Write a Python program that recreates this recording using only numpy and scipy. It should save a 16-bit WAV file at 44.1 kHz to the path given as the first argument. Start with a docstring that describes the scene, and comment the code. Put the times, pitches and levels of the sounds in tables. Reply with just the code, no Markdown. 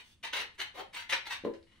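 """A faint rumble fills a bare tiled kitchen. From the start, a steel trowel works gritty mortar in
short strokes, low down; sand grains catch under its edge and ring the blade and the slab beneath.
At about 1.4 s a soft load lands on the slab with a hollow thump. Two crumbs then tick on the tile,
and two faint strokes finish. The hard walls answer every scrape, thump and tick with a short echo."""
import sys
import numpy as np
from scipy import signal
from scipy.fft import rfft, irfft
from scipy.io import wavfile

SR = 44100
rng = np.random.default_rng(int(sys.argv[2]) if len(sys.argv) > 2 else 0)


def wrap_up_sound(samples):
    """Save the sound to the file named by the first command line argument, as 16-bit audio."""
    columns = np.atleast_2d(samples).T
    # keep every value between -1 and 1, then stretch to whole-number steps
    tamed = np.clip(columns, -1, 1)
    steps = np.round(tamed * 32767).astype(np.int16)
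    wavfile.write(sys.argv[1], SR, steps)


N = 79380
T = np.arange(N) / SR

# Tone of the background rumble, meaning how strong it is from low to high: f/Hz, level/dB
RUMBLE_TONE = [(20, -4.5), (45, -5.5), (80, 1), (120, -8.5), (250, -10), (500, -24), (1000, -30.5),
               (3000, -27), (6000, -37.5), (10000, -35), (15000, -61)]
# Trowel strokes: t/s, length/s, level/dB, swell from start to end/dB, extra slab/dB, extra grit/dB
TROWEL_STROKES = [ (-0.04, 0.049, -53.5, 4, -5, 6.5), (0.033, 0.098, -73, -4.5, -5, 25.5),
                  (0.227, 0.026, -39.5, 6, -9.5, 8), (0.26, 0.016, -40, -3, -6, -6),
                  (0.324, 0.05, -34.5, 3, -5, 5.5), (0.375, 0.04, -36.5, 2, -1.5, 4.5),
                  (0.405, 0.05, -41.5, -22, 7, -9), (0.536, 0.021, -70, -2, -9, 16),
                  (0.577, 0.04, -38.5, 6.5, -2, 5.5), (0.666, 0.028, -46, -22, -10, -3),
                  (0.736, 0.059, -52, 0.5, 13.5, 8), (0.768, 0.041, -47.5, 4, 15, -17),
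                  (0.827, 0.021, -57, -21, -5, -2), (0.925, 0.025, -45, 4.5, -9, 9.5),
                  (0.953, 0.025, -40.5, 3, -27.5, 5), (0.983, 0.043, -40.5, -6, -26, 5.5),
                  (1.088, 0.026, -36, 5, -17, 7), (1.115, 0.019, -26.5, 4.5, -6, 1),
                  (1.138, 0.026, -39.5, -5.5, -4.5, -18), (1.246, 0.029, -42.5, 3.5, -6, 3),
                  (1.294, 0.036, -40, 7.5, -16, 7), (1.322, 0.041, -41, -8, -12, -8),
                  (1.437, 0.016, -50.5, 4.5, 10, -2.5), (1.531, 0.021, -56.5, -6, 11, 1),
                  (1.659, 0.073, -70.5, 5, -6, 0), (1.74, 0.05, -68.5, 0.5, -12, -2), ]
# Tone of the steel edge rasping over sand: f/Hz, level/dB
RASP_TONE = [(150, -51.5), (450, -20.5), (700, -13), (930, -4), (1180, -8.5), (1500, -4.5), (2100, 0),
             (2500, -4), (3000, -1), (3400, -6.5), (4300, -6), (4950, -17), (6100, -17), (7200, -30.5),
             (15500, -55)]
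# Deeper tone of the slab under the scrape: f/Hz, level/dB
SLAB_TONE = [(60, -27), (170, -24), (290, -6.5), (430, -1), (540, 1), (660, -7.5), (900, -2.5),
             (1400, -16.5), (2500, -27), (8000, -35.5)]
# Hissy tone of the fine grit: f/Hz, level/dB
GRIT_TONE = [(1500, -5.5), (4000, 11), (5000, -2.5), (6200, 5), (7200, -4.5), (8200, 3), (9500, -3),
             (11300, -2.5), (12700, -11), (15500, -5.5)]
# Notes the blade rings at: f/Hz, level/dB, fade time/s (a fade time is how long a 60 dB drop takes)
BLADE_NOTES = [(980, -7.5, 0.067), (1517, -9, 0.3), (1730, 9.5, .15), (1955, 7, 0.16), (3000, -16, .12),
               (2935, 11, 0.15), (3075, 17, 0.056), (3730, 17.5, 0.058), (4160, -8, 0.09)]
# The soft load lands in folds, one push each: t/s, level/dB, contact time/s
LOAD_FOLDS = [(1.4383, -4.5, 0.0012), (1.4508, 2.5, 0.00061), (1.4612, -2.5, 0.00085),
              (1.478, -4.5, 0.0011), (1.493, -10, .0016), (1.528, -14, 0.0018)]
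# Hollow notes the slab rings at: f/Hz, level/dB, fade time/s
SLAB_NOTES = [(143, -21, 0.18), (223.4, -2.5, 0.21), (294, -1.5, 0.15), (333, -0.5, 0.38),
              (385.7, 5.5, 0.14), (424, 7, 0.069), (467, -2, 0.11), (539, 1.5, 0.27), (693, -15, 0.048),
              (700, -8, 0.14), (1010, 5, .17)]
# Dull tone of the load's splat: f/Hz, level/dB
SPLAT_TONE = [(40, -25), (130, -26), (230, -2.5), (500, 10), (700, -12), (1000, -12.5), (1300, -19),
              (4000, -50)]
# Crumbs hitting the tile: t/s, level/dB
CRUMB_FALLS = [(1.538, -75), (1.628, -85.5)]
# Bright tone of a crumb's tick: f/Hz, level/dB
CRUMB_TONE = [(300, -47), (1500, 7), (4200, 8), (6000, -8.5), (9000, -11), (15500, -59)]
# How long the wall echoes last: f/Hz, fade time/s
WALL_FADES = [(150, 0.12), (500, 0.29), (1400, 0.31), (3500, 0.3), (8000, 0.21), (15000, 0.13)]
# How much louder the left side is than the right: f/Hz, level/dB
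LEFT_OVER_RIGHT = [(100, 0.5), (300, 1.5), (600, 3.5), (1200, 1), (2200, 2.8), (4000, -0.4), (8000, -1.5),
                   (13000, -5)]

GRAINS_PER_S, GRAIN_SPREAD_DB = 8000, 2.5
CATCHES_PER_S, CATCH_DB = 200.7, 2.5  # how fast and how much the scrape flickers as sand catches
TROWEL_DB = -1
BLADE_DB, SLAB_DB, GRIT_DB = -13, -11, -15  # compared with the rasp
PATCH_HZ, SCRAPE_PATCHY_DB, GRIT_PATCHY_DB = 170.6, 2.9, 5  # each new blade angle shifts the tone's peaks
THUMP_DB, SPLAT_DB, SPLAT_DECAY_S = -50, -50, 0.022
ECHO_DB, THUMP_ECHO_DB = 3.5, -2.5  # compared with the direct sound
RECESS_DB, RECESS_FADE_S = -1, 0.15  # quick echoes in the space under the counter


def undb(db):
    """Turn decibels into a number to multiply by."""
    return 10 ** (np.asarray(db) / 20)


def unit(x):
    """Scale a sound so that its average power is 1."""
    return x / np.sqrt(np.mean(x ** 2) + 1e-20)


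def fade(age, fade_s):
    """A smooth dying away that drops 60 dB in fade_s seconds."""
    return np.exp(-np.log(1000) * age / fade_s)


def along(points, hz):
    """Read between the (f/Hz, value) rows of a table, giving each octave equal room."""
    freqs, values = np.array(points, float).T
    return np.interp(np.log(np.maximum(hz, 1)), np.log(freqs), values)


def convolve(x, response):
    """Pass a sound through something, given how that thing answers a single click."""
    n = x.shape[-1]
    return irfft(rfft(x, 2 * n) * rfft(response, 2 * n))[..., :n]


def colour(x, tone, patchy_db=0, size=4096):
    """Give a sound the tone in a table; patchy_db adds chance peaks and dips."""
    hz = np.fft.rfftfreq(size, 1 / SR)
    ripple = np.interp(hz / PATCH_HZ, np.arange(size), rng.standard_normal(size))
    log_response = irfft(np.log(undb(along(tone, hz) + patchy_db * ripple)))
    # fold it forward in time, so the filter never answers before it is struck
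    log_response[1:size // 2] *= 2
    log_response[size // 2 + 1:] = 0
    response = irfft(np.exp(rfft(log_response)))
    return convolve(x, response / np.linalg.norm(response))


def ring(x, notes):
    """Shake an object with x, so that it rings at its own fading notes."""
    age = T[:len(x)]
    response = sum(undb(db) * np.cos(2 * np.pi * hz * age) * fade(age, fade_s) for hz, db, fade_s in notes)
    return convolve(x, response / np.linalg.norm(response))


def add(track, sound, start):
    """Mix a stereo sound into a track, beginning at start seconds."""
    at = int(round(start * SR)) + np.arange(sound.shape[-1])
    inside = (at >= 0) & (at < N)
    track[:, at[inside]] += sound[:, inside]


def rumble(level_db=-68, side_db=-9.5, rise_db_per_s=2):
    """A faint, low noise that slowly grows, much alike on the left and the right."""
    middle, side = colour(rng.standard_normal((2, N)), RUMBLE_TONE)
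    stereo = middle + undb(side_db) * side * np.array([[1], [-1]])
    return stereo * undb(level_db + rise_db_per_s * (T - T.mean()))


def sand_catching(count):
    """The scrape's strength wanders up and down as sand catches under the edge."""
    wander = np.interp(T[:count] * CATCHES_PER_S, np.arange(count), rng.standard_normal(count))
    return undb(CATCH_DB * unit(wander))


def grains(count):
    """Sand grains crack in quick succession, most of them small, a few large."""
    present = rng.random(count) < GRAINS_PER_S / SR
    size = undb(GRAIN_SPREAD_DB * np.minimum(rng.exponential(size=count), 5))
    return unit(present * size * rng.choice([-1, 1], count))


def trowel(attack_s=0.011, release_s=0.0035, count=8192):
    """Each stroke drags the edge over sand: one push drives the rasp, slab, grit and ringing blade."""
    scrapes = np.zeros((2, N))
    age = T[:count]
    for start, length, db, swell_db, slab_db, grit_db in TROWEL_STROKES:
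        press = np.minimum(age / attack_s, 1) * np.exp(-np.maximum(age - length, 0) / release_s)
        press *= undb(db + swell_db * np.minimum(age / length, 1))
        strength = np.sqrt(np.mean(press ** 2))
        drag = press * sand_catching(count)
        rasp = unit(colour(drag * grains(count), RASP_TONE, SCRAPE_PATCHY_DB))
        slab = undb(SLAB_DB + slab_db) * unit(colour(drag * grains(count), SLAB_TONE, SCRAPE_PATCHY_DB))
        grit = undb(GRIT_DB + grit_db) * unit(colour(drag * grains(count), GRIT_TONE, GRIT_PATCHY_DB))
        blade = undb(BLADE_DB) * unit(ring(drag * grains(count), BLADE_NOTES))
        stroke = strength * (rasp + blade + slab + grit)
        add(scrapes, in_room(stroke, ECHO_DB), start)
    return undb(TROWEL_DB) * scrapes


def echoes(count, build_s=0.00076):
    """The walls and the space under the counter throw sound back; middle pitches last longest."""
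    age, hz = T[:count], np.fft.rfftfreq(count, 1 / SR)
    noise_spectrum = rfft(rng.standard_normal((2, count)))
    walls = 0
    for band_hz, fade_s in WALL_FADES:
        band = along([(f, f == band_hz) for f, _ in WALL_FADES], hz)  # 1 at this row, 0 at the others
        walls += irfft(noise_spectrum * band, count) * fade(age, fade_s)
    recess = rng.standard_normal((2, count)) * fade(age, RECESS_FADE_S)
    tail = (unit(walls) + undb(RECESS_DB) * unit(recess)) * (1 - np.exp(-age / build_s))
    return tail / np.linalg.norm(tail, axis=1, keepdims=True)


def in_room(x, echo_db, right_lag_s=0.00003, count=16384):
    """The sound arrives directly, a little later on the right; each new spot has its own echoes."""
    direct = np.sinc((T[:count] - np.array([[0], [right_lag_s]])) * SR)
    response = (direct + undb(echo_db) * echoes(count)) / np.hypot(1, undb(echo_db))
    return signal.fftconvolve(x[None], response, axes=1)


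def thump():
    """The load lands in soft pushes that ring the hollow slab, each with a short, dull splat."""
    push, splat_strength = np.zeros((2, N))
    for start, db, contact_s in LOAD_FOLDS:
        age = np.maximum(T - start, 0)
        push += undb(db) * np.exp(-(2 * (T - start) / contact_s) ** 2) / contact_s
        splat_strength += undb(db) * (T > start) * np.exp(-age / SPLAT_DECAY_S)
    splat = colour(splat_strength * rng.standard_normal(N), SPLAT_TONE)
    return undb(THUMP_DB) * unit(ring(push, SLAB_NOTES)) + undb(SPLAT_DB) * unit(splat)


def crumbs(decay_s=0.0004):
    """Tiny bits of mortar hit the tile, each making a very short tick of noise."""
    bursts = np.zeros(N)
    for start, db in CRUMB_FALLS:
        burst = (T > start) * np.exp(-np.abs(T - start) / decay_s)
        bursts += undb(db) * unit(burst)
    return colour(bursts * rng.standard_normal(N), CRUMB_TONE)


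def scene():
    """Strokes, thump and crumbs sound in the tiled room, mostly a little to the left, over the rumble."""
    work = trowel()
    add(work, in_room(thump(), THUMP_ECHO_DB), 0)
    add(work, in_room(crumbs(), ECHO_DB), 0)
    lean_db = along(LEFT_OVER_RIGHT, np.fft.rfftfreq(N, 1 / SR))
    side_gains = undb(np.array([lean_db, -lean_db]) / 2)
    return irfft(rfft(work) * side_gains, N) + rumble()


def record(dry):
    """Cut away the very highest treble."""
    top_hz = 15650
    return signal.sosfilt(signal.ellip(10, .2, 70, top_hz, fs=SR, output="sos"), dry)


dry = scene()
out = record(dry)
wrap_up_sound(out)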